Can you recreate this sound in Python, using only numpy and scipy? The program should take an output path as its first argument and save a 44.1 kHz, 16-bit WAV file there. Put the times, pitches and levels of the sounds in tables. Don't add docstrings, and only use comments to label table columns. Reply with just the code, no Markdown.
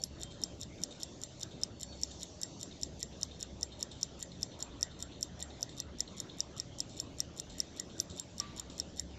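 import sys
import numpy as np
from scipy import signal
from scipy.fft import irfft, next_fast_len
from scipy.io import wavfile
from scipy.ndimage import uniform_filter1d, map_coordinates

SR = 44100
rng = np.random.default_rng(int(sys.argv[2]) if len(sys.argv) > 2 else 0)


def materialize(psi):
    bounded = np.clip(np.atleast_2d(psi).T, -1, 1)
    quanta = np.round(bounded * 32767).astype(np.int16)
    wavfile.write(sys.argv[1], SR, quanta)


def gain_from_decibels(decibels):
    exponent = np.asarray(decibels, float) / 20
    return 10 ** exponent


N = 404838


def unit(x):
    return x / np.sqrt(np.mean(x ** 2) + 1e-20)


def curve(rows):
    t_s, level_db = np.transpose(rows)
    return np.interp(np.arange(N) / SR, t_s, level_db)


def wobble(rate_hz):
    steps = np.arange(0, N + 16, 16)
    knots = rng.standard_normal(int(N * rate_hz / SR) + 4)
    coarse = map_coordinates(knots, [steps * rate_hz / SR])
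    return np.interp(np.arange(N), steps, coarse)


def noise(gain):
    size = next_fast_len(N)
    hz = np.fft.rfftfreq(size, 1 / SR) + 1
    spectrum = rng.standard_normal((len(hz), 2)) @ [1, 1j]
    return unit(irfft(spectrum * gain(hz), size)[:N])


def shaped(points):
    f, db = np.transpose(points)
    return lambda hz: gain_from_decibels(np.interp(np.log(hz), np.log(f), db, left=-120, right=-120))


def peaked(peaks):
    return lambda hz: sum(gain_from_decibels(db) / (1 + (2 * (hz - c) / w) ** 2) for c, w, db in peaks)


def patchy(x, depth_db):
    z = signal.stft(x, nperseg=512)[2]
    field = uniform_filter1d(rng.standard_normal(z.shape), size=5, axis=0)
    field = uniform_filter1d(field, size=9, axis=1)
    return unit(signal.istft(z * gain_from_decibels(depth_db * unit(field)), nperseg=512)[1][:N])


def ring(modes, attack_s, scatter_db, detune):
    t = np.arange(int(max(m[2] for m in modes) * SR)) / SR
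    luck = rng.standard_normal((len(modes), 3))
    x = np.zeros(len(t))
    for (hz, db, t60), (a, b, c) in zip(modes, luck):
        decay = gain_from_decibels(db + scatter_db * a - 60 * t / t60)
        pitch = hz * (1 + detune * b)
        x += decay * np.sin(2 * np.pi * pitch * (t - 2 * attack_s) + 0.55 * c)
    x = x * (1 - np.exp(-t / attack_s)) ** 2
    return x / np.max(np.abs(x))


def add(track, t_s, sound):
    part = track[round(t_s * SR):][:len(sound)]
    part += sound[:len(part)]


# t/s, plate level/dB, bridge level/dB, prior impulse level/dB
ENTRY_DROPS = [(0.0372, -20, -26.5, -41), (0.4365, -18, -27, -40), (0.836, -19, -24, -44),
               (1.2353, -29.5, -29, -36), (1.6342, -16, -26, -42), (2.0336, -18, -26, -39),
               (2.4325, -22, -26, -34), (2.8326, -20.5, -25.5, -39), (3.2311, -17.5, -26.5, -39.5),
               (3.63, -18.5, -26.5, -40.5), (4.0302, -16.5, -26, -37), (4.4301, -18, -27.5, -42),
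               (4.8287, -14.5, -26, -37), (5.2282, -18, -26, -36), (5.6285, -18, -26.5, -42),
               (6.005, -17.5, -23.5, -42), (6.4045, -16, -26.5, -42), (6.8037, -19, -25, -39.5),
               (7.2032, -17.5, -25, -41), (7.602, -16, -25.5, -42.5), (8.0005, -15.5, -26.5, -43),
               (8.3997, -18.5, -27.5, -35), (8.7993, -19, -29.5, -39)]
EXIT_DROPS = [(0.233, -31.5, -27.5, -41), (0.6317, -32, -36, -34), (1.032, -26, -28, -41),
              (1.4314, -25.5, -28.5, -40), (1.8312, -33, -27.5, -36), (2.231, -32, -29.5, -42),
              (2.63, -33, -29.5, -37), (3.0287, -24, -26, -37.5), (3.4275, -28, -27, -35.5),
              (3.8276, -22, -24, -38), (4.2265, -32, -27, -41), (4.6252, -27.5, -25.5, -40),
              (5.025, -30, -27, -38), (5.4253, -31.5, -27, -38.5), (5.8013, -23, -28.5, -43),
              (6.201, -28.5, -26, -41), (6.5993, -21, -31, -39), (7.0, -23.5, -25.5, -44),
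              (7.3985, -25.5, -26.5, -37), (7.7982, -26.5, -25, -50), (8.1973, -30, -26, -42.5),
              (8.5971, -31, -27, -40), (8.996, -22.5, -24, -41)]
# lead t/s, plate level/dB, bridge level/dB
ENTRY_LEADS = [
    (0.0335, -66, -56.5),
    (0.0092, -49, -42),
]
EXIT_LEADS = [
    (0.0337, -50.5, -44.5),
    (0.025, -46, -43),
    (0.012, -47, -53),
    (0.0065, -55, -53),
]


def beats():
    pairs = []
    for tick, tock in zip(ENTRY_DROPS, EXIT_DROPS):
        pairs += [(tick, ENTRY_LEADS), (tock, EXIT_LEADS)]
    return pairs


# f/Hz, level/dB, t60/s
PLATE_MODES = [(5020, -9, .008), (5440, 0, .0105), (5690, -4, .009), (5980, -4, .008)]
# f/Hz, level/dB, t60/s
BRIDGE_MODES = [(7054, 7.5, 0.011), (7470, 3, 0.0095), (8180, -17.5, 0.039), (10510, -24, 0.012),
                (11420, -8.5, 0.008)]
# f/Hz, level/dB, t60/s
PALLET_MODES = [(15080, 0, .028)]


def contact(track, crack, t_s, plate_db, bridge_db):
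    rebound_s = .001 + .0012 * rng.random()
    for lag_s, db in ((0, 0), (rebound_s, -14)):
        add(track, t_s + lag_s, gain_from_decibels(plate_db + db) * ring(PLATE_MODES, .0004, 3, .009))
        add(track, t_s + lag_s, gain_from_decibels(bridge_db + db / 2 - 1) * ring(BRIDGE_MODES, .0003, 3.5, .012))
    since = np.arange(SR // 50) / SR - .004
    crack_db = bridge_db - 29 + 3.3 * rng.standard_normal()
    add(crack, max(t_s - .0035, 0), gain_from_decibels(crack_db + np.minimum(6000 * since, -60 * since / .012)))
    pallet_db = bridge_db - 41 + 3 * rng.standard_normal()
    add(track, t_s, gain_from_decibels(pallet_db) * ring(PALLET_MODES, .0008, 0, .003))


# f/Hz, level/dB, t60/s
CASE_MODES = [(3150, -12, .02), (3680, 0, .022), (4240, -4, .016)]
# f/Hz, level/dB, t60/s
JEWEL_MODES = [(11600, 0, 0.07), (11000, -3, 0.07), (9000, -5, 0.06)]
# f/Hz, level/dB, t60/s
SPRING_MODES = [(7384, 0, 0.13)]
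ENTRY_SPRING_DB = [-75, -64, -73, -66, -81, -68, -61, -66, -73, -64, -65, -67, -65, -67, -79, -69, -71, -69,
                   -74, -78, -71, -70, -75]
EXIT_SPRING_DB = [-71, -75, -68, -74, -67, -73, -66, -65, -73, -73, -67, -65, -67, -65, -71, -77, -73, -66,
                  -81, -72, -64, -74, -72]
# f/Hz, width/Hz, level/dB
BRACELET_BAND = [(1920, 150, 0)]
BRACELET_DB = [-70, -62, -63, -60, -57.5, -57, -56, -54, -50, -54, -54, -56.5, -56, -53, -69, -54.5]
# f/Hz, level/dB
CRACK_SPECTRUM = [(8300, -15), (9000, 6), (11600, -2), (13000, 4), (15300, -47), (16000, -50)]
# f/Hz, level/dB
HISS_SPECTRUM = [(2500, -22), (4500, -2.5), (6000, 1.5), (7500, -3.5), (7900, -17), (8300, -22.5),
                 (9500, -62)]


def escapement():
    track, crack, wash, clatter = np.zeros((4, N))
    t = np.arange(SR // 8) / SR
    rise_s = 0.035
    since = t - rise_s
    shake_db = np.minimum(33 * since / rise_s, -60 * since / 0.15)
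    for beat, ((t_s, plate_db, bridge_db, impulse_db), leads) in enumerate(beats()):
        impulse = (0.019, impulse_db, impulse_db)
        for early_s, lead_plate_db, lead_bridge_db in [*leads, impulse]:
            jitter_s, a, b = rng.standard_normal(3) * [0.00063, 2.5, 2.5]
            lead_s = max(t_s - early_s + jitter_s, .001)
            contact(track, crack, lead_s, lead_plate_db + a, lead_bridge_db + b)
        contact(track, crack, t_s, plate_db, bridge_db)

        case_db = -40 + 0.5 * rng.standard_normal()
        add(track, t_s, gain_from_decibels(case_db) * ring(CASE_MODES, 0.000328, 1.3, 0.015))
        rattle_db = -64.5 + 2 * rng.standard_normal() if beat % 3 else BRACELET_DB[beat // 3]
        add(clatter, t_s - rise_s, gain_from_decibels(rattle_db - 3.5 + shake_db))
        jewel_db = -72.5 + 10.5 * rng.standard_normal()
        add(track, t_s, gain_from_decibels(jewel_db) * ring(JEWEL_MODES, 0.0017, 4, 0.019))
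        spring_db = (ENTRY_SPRING_DB, EXIT_SPRING_DB)[beat % 2][beat // 2] + 15.5
        add(track, t_s, gain_from_decibels(spring_db) * ring(SPRING_MODES, 0.00291, 0, 0.0049))
        add(wash, t_s, gain_from_decibels(plate_db - 36.5 - 60 * t / 0.15))
    return (track + crack * noise(shaped(CRACK_SPECTRUM)) + wash * noise(shaped(HISS_SPECTRUM))
            + clatter * noise(peaked(BRACELET_BAND)))


TURN_BRIGHT_DB = [-59, -58, -66, -56, -81, -69, -56.5, -73, -73, -57, -78, -55, -56, -55, -55]
# t/s, case level/dB
DULL_RUBS = [(0.184, -55), (0.773, -53), (1.923, -50), (3.125, -50), (3.717, -49), (4.316, -49.5),
             (4.911, -48.5), (5.5, -50.5), (6.074, -47.5), (7.895, -49.5)]


def rubs():
    turns_s = .304 + .6013 * np.arange(len(TURN_BRIGHT_DB))
    turns_s = turns_s - .025 * (turns_s > 5.65)
    regular = [(t_s, -47, db) for t_s, db in zip(turns_s, TURN_BRIGHT_DB)]
    return regular + [(t_s, db, db - 19) for t_s, db in DULL_RUBS]


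# lead t/s, length t/s, entry level/dB, exit level/dB
PALLET_DRAGS = [
    (0.036, 0.025, -68, -55),
    (0.018, 0.022, -54, -50),
]
# f/Hz, width/Hz, level/dB
RUB_BANDS = [(5460, 2100, 8), (7350, 880, 12.5)]


def friction():
    case, bright = np.zeros((2, N))
    t = np.arange(SR // 4) / SR
    for beat, ((t_s, *_), _) in enumerate(beats()):
        for early_s, length_s, *side_db in PALLET_DRAGS:
            drag_db = side_db[beat % 2] + 0.5 * rng.standard_normal()
            add(case, max(t_s - early_s, 0), gain_from_decibels(drag_db) * np.hanning(round(length_s * SR)))
        add(case, t_s, gain_from_decibels(-55.5 - 60 * t / 0.14))
    fade = (1 - np.exp(-t / 0.0031)) * (gain_from_decibels(-60 * t / 0.051) + .5 * gain_from_decibels(-60 * t / .5))
    for t_s, case_db, bright_db in rubs():
        add(case, t_s, gain_from_decibels(case_db - 5) * fade)
        add(bright, t_s, gain_from_decibels(bright_db + 2.5) * fade)
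    grain = unit(gain_from_decibels(3 * wobble(300)))
    body = peaked([(hz, 130, db) for hz, db, _ in CASE_MODES] + [(3750, 1100, -9)])
    upper = peaked(RUB_BANDS)
    case_noise = noise(lambda hz: body(hz) * (hz < 8000))
    bright_noise = noise(lambda hz: upper(hz) * (hz < 8000))
    return grain * (case * case_noise + bright * bright_noise)


# f/Hz, level/dB, t60/s
KNOCK_MODES = [(1164, 1, 0.45), (1182, -13, 1), (1916, -9, 0.25)]
# t/s, level/dB
KNOCK_AT = (8.399, -44.5)
# f/Hz, level/dB
ECHO_SPECTRUM = [(700, -6), (1000, -4), (1300, -6), (2500, -9), (4000, -5), (5000, -13)]


def knock():
    track, echo = np.zeros((2, N))
    t = np.arange(SR // 2) / SR
    t_s, level_db = KNOCK_AT
    add(track, t_s, gain_from_decibels(level_db) * ring(KNOCK_MODES, 0.00199, 0, 0))
    add(echo, t_s, gain_from_decibels(level_db - 10 - 60 * t / 1.2))
    return track + echo * noise(shaped(ECHO_SPECTRUM))


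# t/s, level/dB
WHINE_LEVEL = [(0, -56), (.35, -71), (.5, -95), (1.6, -89), (1.76, -56), (1.95, -51), (2.3, -64.5),
               (2.6, -62), (2.9, -99)]


def whine():
    t = np.arange(N) / SR
    level = gain_from_decibels(curve(WHINE_LEVEL) - 6 + 3.5 * wobble(25))
    tone = level * np.sin(2 * np.pi * 4441 * t + 1.2 * wobble(25))
    return tone + gain_from_decibels(-66) * (np.abs(t - .38) < .18) * noise(peaked([(3170, 30, 0)]))


# f/Hz, level/dB
HUM_SPECTRUM = [(12, -24), (20, -15), (32, -8.5), (53, -14.5), (71, -1), (147, -5.5), (174, -2), (211, -6),
                (308, -5.5), (427, -11), (528, -12.5), (573, -9.5), (1000, -26.5), (1300, -62),
                (2200, -120)]
# f/Hz, width/Hz, level/dB
HUM_BANDS = [(129.6, 2.4, -65), (177.85, 3, -67), (572.5, 2.9, -75)]
# centre t/s, length t/s, level/dB
HUM_SWELLS = [(0.206, 0.15, -52.5), (0.566, 0.08, -52), (1.06, 0.052, -56), (2.047, 0.21, -50),
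              (3.0, 0.25, -57.5), (3.5, 0.5, -54.5), (4.134, 0.13, -59), (4.803, 0.27, -53),
              (5.42, 0.22, -53), (5.934, 0.16, -52.5), (6.448, 0.14, -55), (6.72, 0.11, -57),
              (7.194, 0.12, -54), (7.53, 0.074, -51.5), (8.587, 0.34, -55.5), (9.18, 0.27, -50)]


def hum():
    t = np.arange(N) / SR
    broad = gain_from_decibels(-52) * patchy(noise(shaped(HUM_SPECTRUM)), 1.87)
    bands = sum(gain_from_decibels(db) * noise(peaked([(hz, width, 0)])) for hz, width, db in HUM_BANDS)
    coarse = t[::64]
    swells = sum(gain_from_decibels(db) * np.exp(-((coarse - s) / length) ** 2) for s, length, db in HUM_SWELLS)
    throb = np.interp(t, coarse, swells) * np.sin(2 * np.pi * 65.5 * t + 3.15 * wobble(5.4))
    return broad + bands + throb


# f/Hz, level/dB
AIR_SPECTRUM = [(500, -11), (800, 0.5), (1400, -2), (2400, -5.5), (3000, -2), (3700, -1), (4400, -7.5),
                (5500, -33), (7000, -49)]
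# t/s, level/dB
STREET_LEVEL = [(0.0, -67.5), (0.36, -66.5), (1.56, -69), (7.57, -65), (8.44, -68.5), (8.59, -65.5),
                (8.85, -69), (9.18, -66.5)]
# t/s, level/dB
DRAUGHT_LEVEL = [(0.0, -69.5), (1.43, -65), (1.74, -70.5), (2.1, -61.5), (3.6, -69), (4.5, -67),
                 (4.6, -70.5), (5.65, -69), (5.83, -74.5), (6.11, -69), (8.46, -67.5), (9.18, -68.5)]


def air_and_hiss():
    air_db = curve(STREET_LEVEL) + 4.5 + 0.8 * wobble(3)
    hiss_db = curve(DRAUGHT_LEVEL) + 3 + 0.55 * wobble(6)
    return (gain_from_decibels(air_db) * patchy(noise(shaped(AIR_SPECTRUM)), 3.65)
            + gain_from_decibels(hiss_db) * patchy(noise(shaped(HISS_SPECTRUM)), 2.5))


def scene():
    mono = escapement() + friction() + knock() + whine() + hum() + air_and_hiss()
    return np.array([mono, mono])


# t/s, length t/s
FLICKERS = [(0.34, 0.5), (1.43, 0.13), (2.71, 0.49), (6.08, 0.38), (6.87, 1.03), (8.07, 0.7)]


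def flicker_gate():
    gate = np.zeros(N)
    for t_s, length_s in FLICKERS:
        add(gate, t_s, np.ones(round(length_s * SR)))
    return np.abs(uniform_filter1d(gate * (wobble(25) > -0.2), size=500))


def roll_off(x):
    return signal.sosfilt(signal.butter(12, 16440, fs=SR, output="sos"), x)


# f/Hz, level/dB
TOP_SPECTRUM = [(8000, -20), (8500, 0), (15500, -3), (15800, -40)]
# f/Hz, level/dB
SIDE_SPECTRUM = [(24, -65), (40, -35), (218, -32), (301, 8), (548, 1), (5170, 6), (15500, -18)]


def record(dry):
    gate = flicker_gate()
    top = gain_from_decibels(-91) * gate * noise(shaped(TOP_SPECTRUM))
    side = gain_from_decibels(-80.5) * gate * patchy(noise(shaped(SIDE_SPECTRUM)), 3.9)
    return roll_off(dry + top + np.array([side, -side]))


dry = scene()
out = record(dry)
materialize(out)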